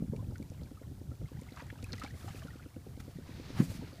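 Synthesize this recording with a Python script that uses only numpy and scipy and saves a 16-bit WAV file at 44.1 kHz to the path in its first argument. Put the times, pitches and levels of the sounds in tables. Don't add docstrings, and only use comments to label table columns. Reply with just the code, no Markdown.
import sys
import numpy as np
from scipy import signal
from scipy.fft import rfft, irfft
from scipy.io import wavfile

SR = 44100
rng = np.random.default_rng(int(sys.argv[2]) if len(sys.argv) > 2 else 0)


def transcribe(signal):
    frames = np.atleast_2d(signal).T
    limited = np.clip(frames, -1, 1)
    pcm = np.round(limited * 32767).astype(np.int16)
    wavfile.write(sys.argv[1], SR, pcm)


N = 176400


def undb(db):
    return 10 ** (np.asarray(db) / 20)


def unit(x):
    return x / np.sqrt(np.mean(x ** 2) + 1e-20)


def peak(x, db):
    return x * undb(db) / (np.abs(x).max() + 1e-20)


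def curve(rows):
    return np.interp(np.arange(N) / SR, *np.array(rows).T)


def add(out, start_s, sound):
    i = int(np.clip(start_s * SR, 0, N))
    out[i:i + len(sound)] += sound[:N - i]


def noise(spectrum):
    hz, db = np.array(spectrum).T
    freqs = np.maximum(np.fft.rfftfreq(N, 1 / SR), 1)
    gain = undb(np.interp(np.log(freqs), np.log(hz), db))
    return unit(irfft(rfft(rng.standard_normal(N)) * gain, N))


def soft_band(x, hz, width):
    b, a = signal.iirpeak(min(hz, SR / 3), 1 / max(width, .05), fs=SR)
    return signal.lfilter(b, a, signal.lfilter(b, a, x))


def flutter(rate_hz, depth_db):
    return undb(depth_db * noise([(1, 0), (rate_hz, 0), (2 * rate_hz, -100)]))


def swell(peak_s, rise_s, fall_s):
    t = np.arange(N) / SR - peak_s
    return np.exp(-(t / np.where(t < 0, rise_s, fall_s)) ** 2)


def fade(t, fade_s):
    return np.exp(-np.log(1000) * np.maximum(t, 0) / fade_s)


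def strike(tones, hz, spread_octaves, rise_s, rattle_db):
    t = np.arange(SR // 5) / SR - rise_s
    ring = 0
    for tone_hz, db, fade_s in tones:
        strength = undb(db) * np.exp(-(np.log2(tone_hz / hz) / spread_octaves) ** 2)
        detuned_hz = tone_hz * (1 + 0.034 * rng.standard_normal())
        ring += strength * fade(t, fade_s) * np.cos(2 * np.pi * detuned_hz * t)
    rattle = soft_band(rng.standard_normal(len(t)), hz, width=0.92) * fade(t, 0.081)
    rattle = signal.sosfilt(signal.butter(4, min(2.6 * hz, SR / 4), fs=SR, output="sos"), rattle)
    soft_start = np.cos(np.pi / 2 * np.minimum(t / rise_s, 0)) ** 2
    return (peak(ring, 0) + peak(rattle, rattle_db)) * soft_start


def bubble(hz, cycles):
    life_s = cycles / hz
    t = np.arange(int(SR * life_s) + 2) / SR
    tone = np.sin(2 * np.pi * hz * t * (1 + .16 * t / life_s / 2))
    soft_start = 1 - np.exp(-t * hz / 2)
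    return tone * fade(t, life_s) * soft_start


def open_water():
    # pitch_hz, relative_db
    rumble_shape = [(15, -20), (30, -18), (50, -4), (75, 0.5), (125, 0.5), (165, -7), (220, -12),
                    (300, -16), (420, -24), (700, -34), (1500, -71), (4000, -69)]
    air_shape = [(100, -9), (700, 1.5), (1200, -6.5), (2200, -15), (3000, -11), (4500, -9.5), (7000, -9.5),
                 (11000, -10.5), (16000, -12)]
    # time_s, level_db
    rumble_levels = [(0, -46), (.2, -39.5), (.35, -44.5), (1, -47), (1.3, -48), (1.8, -46), (2.7, -48),
                     (3.5, -49), (3.7, -41.5), (3.85, -46.5), (4, -43)]
    rumble = unit(noise(rumble_shape) * flutter(rate_hz=9, depth_db=4.07))
    return rumble * undb(curve(rumble_levels)) + undb(-66.5) * noise(air_shape)


def lapping():
    # pitch_hz, relative_db
    wash_shape = [(300, -1.5), (750, 1.5), (1000, -15), (1350, 1), (2200, -5), (2800, -7), (3600, -6),
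                  (4600, -8), (6000, -13.5), (15000, -20.5)]
    # time_s, gain_db
    wavelets = [(0, -70), (.4, -64.5), (.75, -65.5), (1.05, -70), (1.35, -62.5), (1.6, -57.5), (1.8, -60),
                (2.03, -52.5), (2.13, -59.5), (2.3, -53.5), (2.52, -58.5), (2.75, -66), (3.2, -64),
                (4, -58)]
    bubbles_per_s, ticks_per_s = 600, 220
    wash = unit(noise(wash_shape) * flutter(rate_hz=30, depth_db=0.5))
    tick_starts = rng.random(N) < ticks_per_s / SR
    tick_sizes = undb(3.5 * np.minimum(rng.exponential(size=N), 4))
    ticks = unit(soft_band(tick_starts * tick_sizes, hz=4510, width=1.0))
    bubbles = np.zeros(N)
    for when, dice_a, dice_b, rarity in rng.random((int(bubbles_per_s * N / SR), 4)):
        octaves = 0.819 * np.sqrt(6) * (dice_a + dice_b - 1)
        hz = min(2040 * 2 ** octaves, SR / 4)
        db = -4.5 * np.log(max(rarity, 1 / 50))
        add(bubbles, when * N / SR, bubble(hz, cycles=30) * undb(db))
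    return (undb(-5) * unit(bubbles) + undb(-7) * wash + undb(-14) * ticks) * undb(curve(wavelets))


def splashes():
    # start_s, relative_db, pitch_hz
    plips = [(.162, -55, 2240), (.191, -48.5, 995), (.317, -57, 833), (0.355, -46, 1424),
             (0.425, -50, 2240), (.772, -49.5, 1236), (1.115, -51, 1310), (1.257, -52, 2070),
             (1.487, -46.5, 2080), (1.57, -44, 1096), (1.596, -44.5, 916), (1.603, -42.5, 1890),
             (1.844, -40, 2470), (1.894, -49, 1586), (1.982, -42.5, 1950), (2.016, -34, 1250),
             (2.024, -44, 1440), (2.044, -42, 797), (2.062, -38.5, 2220), (2.106, -44.5, 1840),
             (2.277, -43.5, 770), (2.29, -55, 1140), (2.482, -43.5, 1380), (2.505, -46.5, 1840),
             (2.596, -47.5, 1395)]
    # start_s, level_db, pitch_hz, width (share of the pitch), fade_s
    slaps = [(0.162, -48, 3520, 1.7, 0.02), (.357, -48.5, 1900, 0.33, 0.013),
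             (.381, -47.5, 7000, 0.82, 0.0043), (0.427, -47, 4500, 1.4, 0.005),
             (0.5, -49.5, 6500, 0.51, 0.0054), (0.633, -51.5, 4460, 0.33, 0.013),
             (1.413, -46, 7640, 0.98, 0.0093), (1.521, -51, 3970, 0.21, .02), (1.56, -47, 4020, 1.4, 0.026),
             (1.571, -42.5, 1050, 1.26, 0.064), (1.592, -42, 1390, 1.1, 0.14),
             (1.619, -50.5, 4430, .9, 0.029), (1.7, -38.5, 1840, .4, 0.021), (1.826, -43, 4000, 1.2, 0.014),
             (1.842, -39.5, 7300, 1.1, 0.0042), (1.921, -39, 4370, 0.22, 0.01),
             (1.930, -32, 4370, 0.32, 0.011), (1.933, -37.5, 1640, 0.86, 0.036),
             (1.962, -49, 5000, 1.2, 0.013), (1.979, -42.5, 4300, 1.8, 0.015),
             (1.996, -43, 5100, 1.4, 0.025), (2.019, -38, 1410, 0.98, 0.07), (2.036, -34, 2800, 1.8, 0.017),
             (2.043, -39.5, 3760, 0.64, 0.091), (2.045, -36.5, 860, 1.6, 0.036),
             (2.062, -45, 2780, 1.3, 0.028), (2.277, -41, 1080, 1.1, 0.093), (3, -49, 1460, 0.63, 0.021)]
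    out, t = np.zeros(N), np.arange(SR // 6) / SR
    for start_s, db, hz in plips:
        add(out, start_s, peak(bubble(hz, cycles=55), db - 4))
    rise_s, graininess = .0015, .7
    for start_s, db, hz, width, fade_s in slaps:
        spray = rng.standard_normal(len(t)) * np.exp(graininess * rng.standard_normal(len(t)))
        burst = (1 - np.exp(-t / rise_s)) * fade(t, fade_s)
        add(out, start_s, peak(soft_band(spray * burst, hz, width), db))
    return out


def jacket():
    # pitch_hz, relative_db
    rub_shape = [(200, 22), (700, 4.5), (1300, 3.5), (2200, 5.5), (2900, 1.5), (4400, 3.5), (6500, -5.5),
                 (10000, -29), (16000, -50)]
    hiss_shape = [(500, -36), (2500, -32), (4500, 2.5), (7000, 3.5), (10000, 2.5), (15000, -2.5)]
    # peak_s, level_db, rise_s, fall_s, hiss_db (compared with the rub)
    swishes = [(2.22, -60, .07, 0.05, -2.5), (2.35, -60, 0.077, 0.11, -4),
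               (3.004, -50.5, 0.0051, 0.008, -12), (3.12, -65, 0.29, 0.066, -9),
               (3.3, -65.5, 0.033, 0.036, -11), (3.56, -51, 0.26, 0.059, -24),
               (3.63, -53.5, 0.055, 0.037, -1.5), (3.735, -54, 0.059, 0.049, -5),
               (3.87, -56.5, 0.3, 0.11, -25)]
    rub, hiss = noise(rub_shape), noise(hiss_shape)
    cloth = sum(undb(db) * swell(peak_s, rise_s, fall_s) * (rub + undb(hiss_db) * hiss)
                for peak_s, db, rise_s, fall_s, hiss_db in swishes)
    air = unit(soft_band(rng.standard_normal(N), hz=990, width=1.75))
    whoosh = undb(-45) * air * swell(peak_s=3.603, rise_s=0.042, fall_s=0.019)
    return cloth * flutter(rate_hz=20, depth_db=1.5) + whoosh


def hull_bumps():
    # pitch_hz, relative_db, fade_s
    plank_tones = [(98.5, 3.5, 0.11), (142.6, -1, 0.22), (168.7, 4, 0.15), (218.4, 6.5, 0.078),
                   (268, -5.5, 0.18), (289, -4, .1), (376, -4, 0.04), (434, -6.5, 0.087), (509, -1, 0.042),
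                   (640, -6, 0.03)]
    # start_s, level_db, favoured_pitch_hz
    bumps = [(.001, -29.5, 199), (.020, -24.5, 229), (.042, -32, 190), (0.079, -33, 207), (0.094, -26, 97),
             (.122, -27.5, 185), (.131, -28, 380), (0.177, -34, 198), (.213, -39, 190), (0.268, -33.5, 156),
             (0.397, -31.5, 250), (0.501, -34, 107), (1.386, -34, 118), (1.835, -34.5, 69),
             (1.91, -41, 109), (2.302, -33.5, 100), (2.446, -35, 152), (2.762, -39, 252),
             (2.863, -40.5, 420), (3.154, -35, 142), (3.591, -26, 140), (3.599, -11.5, 196),
             (3.608, -23, 173), (3.615, -21, 253), (3.679, -35, 120), (3.697, -30, 91), (3.747, -34.5, 169),
             (3.789, -32.5, 167)]
    out = np.zeros(N)
    for start_s, db, hz in bumps:
        knock = strike(plank_tones, hz, spread_octaves=0.53, rise_s=0.005045, rattle_db=-10.5)
        add(out, start_s, peak(knock, db))
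    return out


def engine():
    # time_s, firings_per_s
    speeds = [(0, 10.374), (1.6, 9.727), (4, 9.357)]
    # pitch_hz, relative_db, fade_s
    exhaust_tones = [(121, -9.5, 0.17), (262, 7, 0.039), (511, 1.5, 0.033), (783, -14, 0.069)]
    # time_s, level_db
    puff_levels = [(0, -41.5), (.85, -38.5), (1.4, -38.5), (2.0, -36), (2.25, -39), (2.6, -40),
                   (3.15, -36.5), (4, -38.5)]
    first_firing_s, jitter_s = .027, 0.00089
    out, t = np.zeros(N), np.arange(N) / SR
    cycles = np.cumsum(curve(speeds)) / SR
    cycles -= np.interp(first_firing_s, t, cycles)
    for start_s in np.interp(np.arange(int(cycles[-1]) + 1), cycles, t):
        extra_db, brightness, lateness = rng.standard_normal(3)
        hz = 326 * 2 ** (0.11 * brightness)
        puff = strike(exhaust_tones, hz, spread_octaves=1.08, rise_s=0.00551, rattle_db=-8.5)
        db = np.interp(start_s, *np.array(puff_levels).T) + extra_db
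        add(out, start_s + jitter_s * lateness, peak(puff, db))
    return out


def scene():
    return (open_water() + engine() + hull_bumps() + jacket() + splashes() + lapping())[None]


def record(dry):
    return signal.sosfilt(signal.ellip(10, .2, 70, 15400, fs=SR, output="sos"), dry)


dry = scene()
out = record(dry)
transcribe(out)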